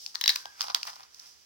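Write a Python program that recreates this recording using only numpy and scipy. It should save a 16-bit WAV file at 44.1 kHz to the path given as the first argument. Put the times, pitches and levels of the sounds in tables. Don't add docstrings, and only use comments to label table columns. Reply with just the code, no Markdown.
import sys
import numpy as np
from scipy import signal
from scipy.fft import rfft, irfft
from scipy.io import wavfile
from scipy.ndimage import uniform_filter1d, minimum_filter1d

SR = 44100
rng = np.random.default_rng(int(sys.argv[2]) if len(sys.argv) > 2 else 0)


def dump_mix(stems):
    frames = np.atleast_2d(stems).T
    limited = np.clip(frames, -1, 1)
    pcm = np.round(limited * 32767).astype(np.int16)
    wavfile.write(sys.argv[1], SR, pcm)


N = 63945
TIME_S = np.arange(N) / SR
FFT_SIZE = 2 ** 17
HZ = np.maximum(np.arange(FFT_SIZE // 2 + 1) * SR / FFT_SIZE, 1)
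EVENT_HZ = np.linspace(1, SR / 2, 1025)


def from_db(db):
    return 10 ** (np.asarray(db) / 20)


def unit_rms(x):
    return x / np.sqrt(np.mean(x ** 2) + 1e-20)


def at_hz(points, hz=HZ):
    points_hz, values = np.transpose(points)
    return np.interp(np.log(hz), np.log(points_hz), values)


def in_time(rows):
    times_s, *columns = np.transpose(rows)
    return [np.interp(TIME_S, times_s, column) for column in columns]


def add(out, start_s, x):
    start = int(start_s * SR)
    out[..., start:start + x.shape[-1]] += x[..., :N - start]


def colour(x, gain):
    size = 2 * (len(gain) - 1)
    cepstrum = irfft(np.log(gain + 1e-9))
    cepstrum[1:size // 2] *= 2
    cepstrum[size // 2 + 1:] = 0
    return irfft(rfft(x, size) * np.exp(rfft(cepstrum)))[..., :x.shape[-1]]


def resonance(hz, q):
    return 1 / (1 + (q * (EVENT_HZ / hz - hz / EVENT_HZ)) ** 2)


def ringing(x, hz, hold_s, lift_db=0):
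    detune = 2 * np.pi * (HZ - hz) * hold_s
    allpass = ((1 - 1j * detune) / (1 + 1j * detune)) ** 2
    return irfft(rfft(x, FFT_SIZE) * allpass * from_db(lift_db / (1 + detune ** 2)))[:, :N]


def echoed(x, left_s, right_s, db):
    delay = np.exp(-2j * np.pi * np.outer([left_s, right_s], HZ))
    return x + from_db(db) * irfft(rfft(x, FFT_SIZE) * delay)[:, :N]


def panned(x, pan_db):
    return np.array([x[0] * from_db(pan_db / 2), x[1] * from_db(-pan_db / 2)])


# frequency in Hz, left-right correlation.
DIRECT_CORRELATION = [(100, 0.85), (1000, 0.88), (2500, 0.94), (4500, 0.2), (8000, 0.47), (15000, 0.15)]
DIFFUSE_CORRELATION = [(100, 0.55), (700, 0.35), (2500, 0.094), (4500, 0.027), (15000, .05)]

def stereo(pair, correlation):
    alike = np.clip(at_hz(correlation), -.99, .99)
    mid, side = rfft(pair, FFT_SIZE) * np.sqrt([(1 + alike) / 2, (1 - alike) / 2])
    return irfft([mid + side, mid - side])[:, :N]


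# frequency in Hz, relative level in dB.
BACKGROUND_SPECTRUM = [(20, -18), (35, -37), (60, 16), (100, 12), (200, 3.5), (400, 8.5), (900, -1.5),
                       (2000, 4), (3600, 5), (5300, -13), (7000, 4), (11000, -23), (15500, -6)]

def background(level_db=-66.5):
    hiss = colour(rng.standard_normal((2, N)), unit_rms(from_db(at_hz(BACKGROUND_SPECTRUM))))
    return from_db(level_db) * stereo(hiss, DIFFUSE_CORRELATION)


# frequency in Hz, relative gain in dB.
REVERB_SPECTRUM = [(150, 11), (700, -0.5), (1500, 5), (2200, -3), (4500, -2), (7500, -1), (15000, -4.5)]

def reverb(x, t60_s=.28, build_s=.004, gain_db=-11.5):
    envelope = from_db(-60 * TIME_S / t60_s) * (1 - np.exp(-(TIME_S / build_s) ** 2))
    tail = stereo(unit_rms(rng.standard_normal((2, N)) * envelope) / np.sqrt(N), DIFFUSE_CORRELATION)
    wet = signal.fftconvolve(x, tail, axes=1)[:, :N]
    return colour(wet, from_db(gain_db + at_hz(REVERB_SPECTRUM)))


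def friction(levels, spectrum, correlation, slips_per_s=5600, spread_db=.5):
    slipping = rng.random((2, N)) < slips_per_s / SR
    sizes = from_db(spread_db * np.minimum(rng.exponential(1, (2, N)), 5))
    signs = rng.choice([-1, 1], (2, N))
    level_db, = in_time(levels)
    slips = unit_rms(slipping * sizes * signs) * from_db(level_db)
    return stereo(colour(slips, unit_rms(from_db(at_hz(spectrum)))), correlation)


# time in seconds, level in dB.
RUSTLE_LEVELS = [(0, -48.5), (.045, -47), (.09, -50.5), (.125, -56), (.2, -51.5), (.27, -48.5),
                 (.33, -47.5), (.385, -45.5), (.45, -55.5), (.53, -59.5), (.585, -54), (.63, -41.5),
                 (.73, -56), (.84, -51), (.885, -46), (.93, -52.5), (1.03, -59.5), (1.085, -63.5),
                 (1.17, -57), (1.27, -52.5), (1.37, -61.5), (1.45, -61.5)]
# frequency in Hz, relative level in dB.
RUSTLE_SPECTRUM = [(200, -21), (900, -19.5), (2000, -38.5), (3100, -10), (4000, -8), (5000, 3),
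                   (5800, -0.5), (7000, -11), (9000, -14), (12000, -17.5), (15000, -16.5)]
# time in seconds, pan in dB.
RUSTLE_PAN = [(0, -1.5), (.4, -2.5), (.9, -3), (1.3, -5)]

def film_rustle():
    pan_db, = in_time(RUSTLE_PAN)
    return panned(friction(RUSTLE_LEVELS, RUSTLE_SPECTRUM, DIFFUSE_CORRELATION), pan_db)


# time in seconds, level in dB.
RUB_LEVELS = [(0, -69.5), (.44, -62), (.48, -64.5), (.57, -59.5), (.64, -41), (.665, -62), (.70, -45),
              (.735, -69), (.765, -39), (.80, -80), (.855, -61), (.88, -38), (.92, -62.5), (1.02, -57),
              (1.09, -69), (1.25, -60), (1.36, -69.5), (1.45, -72)]
# frequency in Hz, relative level in dB.
RUB_SPECTRUM = [(100, -19.5), (430, -17), (700, -0.5), (1000, 1.5), (1500, -1), (2200, -1.5), (3200, -5.5),
                (6000, -17.5), (15000, -19)]

def finger_rub():
    return friction(RUB_LEVELS, RUB_SPECTRUM, DIRECT_CORRELATION)


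# time in seconds, pitch in Hz, level in dB.
SQUEAK_CURVE = [(.405, 1620, -54), (.435, 1579, -62), (.48, 1600, -49.5), (.52, 1663, -66),
                (.56, 1560, -61.5), (.59, 1670, -82)]

def film_squeak(wobble_hz=22.3):
    pitch_hz, level_db = in_time(SQUEAK_CURVE)
    wobble = unit_rms(uniform_filter1d(rng.standard_normal(N), size=200))
    phase = 2 * np.pi * np.cumsum(pitch_hz + wobble_hz * wobble) / SR
    sounding = (TIME_S > SQUEAK_CURVE[0][0]) & (TIME_S < SQUEAK_CURVE[-1][0])
    return sounding * from_db(level_db) * np.sqrt(2) * np.sin(phase)


def thud(start_s=.286, level_db=-60, cutoff_hz=110, rise_s=.0095, t60_s=.077):
    out = np.zeros((2, N))
    lowpass = signal.butter(2, cutoff_hz, fs=SR, output="sos")
    rumble = unit_rms(signal.sosfilt(lowpass, rng.standard_normal((2, N))))
    envelope = from_db(level_db - 60 * TIME_S / t60_s) * np.minimum(TIME_S / rise_s, 1)
    add(out, start_s, envelope * rumble)
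    return out


def tearing(length_s, rise_s=.0002, fall_s=.00063, size=1024):
    t = np.arange(size) / SR
    envelope = np.minimum(t / rise_s, 1) * np.exp(-np.maximum(t - length_s, 0) / fall_s)
    burst = rng.standard_normal((2, size)) * envelope
    for _ in range(3):
        burst = irfft(np.exp(1j * np.angle(rfft(burst)))) * np.sqrt(envelope)
    return unit_rms(burst) / np.sqrt(size)


KNOCK_HZ, BODY_HZ, CRACK_HZ, FIZZ_HZ = 797, 2040, 5130, 9300
KNOCK_Q, BODY_Q, CRACK_Q = 1.8, 4.1, 3.5

# frequency in Hz, relative level in dB.
CREASE_SPECTRUM = [(100, -30.5), (400, -31), (750, -4), (1100, -1.5), (2100, -13), (3200, -5), (4700, 6.5),
                   (5700, 7.5), (7300, -12), (12000, -21), (15000, -9)]
# start in seconds, level in dB, knock in dB, fizz in dB, length in ms.
CREASE_POPS = [(0.1444, -23.5, 14, 0, 1.24), (.3050, -3.5, 3.5, -27, 1.4), (0.3466, -22, 0, -4, 1.8),
               (0.595, -21, 10, -32, 2.5), (0.6257, -10.5, -15, -7, 2.4), (.6420, -22, 28, -2, 0.69),
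               (0.666, -20, 16, -5, 1.8), (0.6707, -17, 7, -19, 1.4), (0.6829, -13.5, 17, -19, 0.73),
               (.6975, -12.5, 19, -16, 4.3), (.7025, -16.5, 18, -19, 1.55), (0.7083, -14, 2, -18, 0.59),
               (.7180, -22, 11, -22, 1.8), (0.753, -13, 13.5, -9, 1.7), (0.762, -20, 2, -2, 1.3),
               (0.812, -23, 13.5, -26, 3.7), (0.8524, -29, 27, 17, 1.26), (.8680, -13, 10, 4.5, 9.4),
               (.8950, -17.5, 13.5, 0, 7.9), (0.931, -23.5, 12.5, -13, 1.6), (0.9365, -29, 18, -2, 1.5),
               (0.9566, -21, -21, 1, 3.4), (.9630, -33, 26, -12, 2), (0.9961, -35.5, 30, 2, 3),
               (1.005, -28.5, 21, -3, 2.16), (1.030, -23, 8.5, -12, 8.5), (1.144, -23, -29, 4, 3.05),
               (1.1951, -17.5, -27, -1, 5.2)]

def creases():
    out = np.zeros((2, N))
    for start_s, level_db, knock_db, fizz_db, length_ms in CREASE_POPS:
        bands = [(KNOCK_HZ, knock_db), (BODY_HZ, knock_db / 2), (CRACK_HZ, 0), (FIZZ_HZ, fizz_db)]
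        pop = colour(tearing(length_ms / 1000), from_db(level_db + at_hz(bands, EVENT_HZ)))
        add(out, start_s, pop)
    return stereo(colour(out, unit_rms(from_db(at_hz(CREASE_SPECTRUM)))), DIRECT_CORRELATION)


# frequency in Hz, relative level in dB.
FIZZ_SPECTRUM = [(100, -26), (400, -1.5), (1000, 0.5), (6000, 9.5), (7600, 1.5), (10000, -1), (12500, -0.5),
                 (15000, 4)]
# start in seconds, knock in Hz and dB, body in Hz and dB, crack in Hz and dB,
# fizz in dB, pan in dB.
FRACTURES = [(0.0619, 780, -8, 2640, -7, 4840, 5, -25.5, 2),
             (0.1493, 1830, -11.5, 4300, -11, 5340, 0.5, -26.5, -8),
             (0.1537, 1110, 1, 1900, 1.5, 4310, 9, -21, 2),
             (0.3571, 1010, 0.5, 3770, -1, 4900, -12, -13.5, 7),
             (0.3587, 1280, 2, 2550, 4.5, 4800, 8, -12, 1), (0.4549, 806, 4, 3270, -3, 5100, -7, -28, -1.5),
             (.6072, 1150, 6.5, 3220, 5, 4950, 11.5, -19, -2),
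             (.6160, 1240, -6.5, 3300, -1, 4800, 7.5, -13, 0.5),
             (.7460, 1020, 11.5, 3390, 13.5, 4670, 17, -4.5, -0.5),
             (0.8299, 1520, -7, 2680, 3.5, 4870, 6.5, -26, 0)]

def clicks():
    out = np.zeros((2, N))
    for start_s, knock_hz, knock_db, body_hz, body_db, crack_hz, crack_db, fizz_db, _ in FRACTURES:
        gains = [from_db(knock_db) * resonance(knock_hz, KNOCK_Q),
                 from_db(body_db) * resonance(body_hz, BODY_Q),
                 from_db(crack_db) * resonance(crack_hz, CRACK_Q),
                 from_db(fizz_db + at_hz(FIZZ_SPECTRUM, EVENT_HZ))]
        add(out, start_s, colour(tearing(length_s=.00207), np.linalg.norm(gains, axis=0)))
    pan_db, = in_time([(row[0], row[-1]) for row in FRACTURES])
    return panned(stereo(out, DIRECT_CORRELATION), pan_db)


# frequency in Hz, relative level in dB.
SNAP_SPECTRUM = [(100, -43), (350, -32), (700, -21), (1000, -9), (1450, -11), (2000, -3.5), (2550, -9.5),
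                 (3300, -4), (4000, -4.5), (5800, -10.5), (7300, -18), (9000, -16), (12500, -21.5),
                 (15000, -9)]
# start in seconds, level in dB, knock in dB, body in dB, crack in Hz and dB,
# fizz in dB, pan in dB.
SEAM_JUMPS = [(.2120, 6, -0.5, 3.5, 6170, 8, -1, 0.5), (0.2393, 9, -1, -1, 5530, 11.5, -6.5, 0),
              (0.2591, 13, -3.5, -9, 5170, 3, -12, -3.5), (.2780, 18.5, -20, -3, 5520, 12, -7, -2.5),
              (0.2923, 20.5, -9.5, -1.5, 4670, 4, -4, 2.5), (.3000, 5, 5, -11, 4600, 13, -3, -5)]

def seam_snaps(tear_db=-5, ring_hz=3970, ring_loss_db_per_db=.35, pivot_db=16):
    out = np.zeros((2, N))
    for start_s, level_db, knock_db, body_db, crack_hz, crack_db, fizz_db, pan_db in SEAM_JUMPS:
        jump = from_db(tear_db) * tearing(length_s=.00103)
        jump[:, 0] += 1
        bands = [(KNOCK_HZ, knock_db), (BODY_HZ, body_db), (ring_hz, 0), (FIZZ_HZ, fizz_db)]
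        tone_db = at_hz(bands, EVENT_HZ) + crack_db * resonance(crack_hz, CRACK_Q)
        tone_db -= ring_loss_db_per_db * (level_db - pivot_db) * resonance(ring_hz, q=7.1)
        snap = colour(jump, from_db(level_db + tone_db + at_hz(SNAP_SPECTRUM, EVENT_HZ)))
        add(out, start_s, panned(snap, pan_db))
    rung = ringing(out, ring_hz, hold_s=.0013, lift_db=4.5)
    return echoed(rung, left_s=.0013, right_s=.001131, db=-6)


def scene():
    rustle = film_rustle()
    cracks = ringing(seam_snaps() + clicks(), hz=4300, hold_s=.00025)
    handling = cracks + creases() + thud() + film_squeak() + rustle + finger_rub()
    return echoed(handling, left_s=.0127, right_s=.0125, db=-21) + reverb(handling) + background()


def limiter(x, ceiling=.75, window_s=.003):
    size = int(window_s * SR)
    peak = np.abs(x).max(axis=0)
    gain = minimum_filter1d(ceiling / np.maximum(peak, ceiling), size)
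    return x * uniform_filter1d(gain, size)


# port resonance in Hz, width in Hz, gain in dB.
MIC_PORTS = [(4800, 120, 4), (5900, 450, 3.5)]

def record(dry, right_lag_s=.00013, cutoff_hz=16200):
    left, right = [colour(channel, from_db(gain_db / (1 + (2 * (HZ - port_hz) / width_hz) ** 2)))
                   for channel, (port_hz, width_hz, gain_db) in zip(dry, MIC_PORTS)]
    right = -irfft(rfft(right, FFT_SIZE) * np.exp(-2j * np.pi * HZ * right_lag_s))[:N]
    lowpass = signal.ellip(10, .2, 70, cutoff_hz, fs=SR, output="sos")
    return signal.sosfilt(lowpass, limiter(np.array([left, right])))


dry = scene()
out = record(dry)
dump_mix(out)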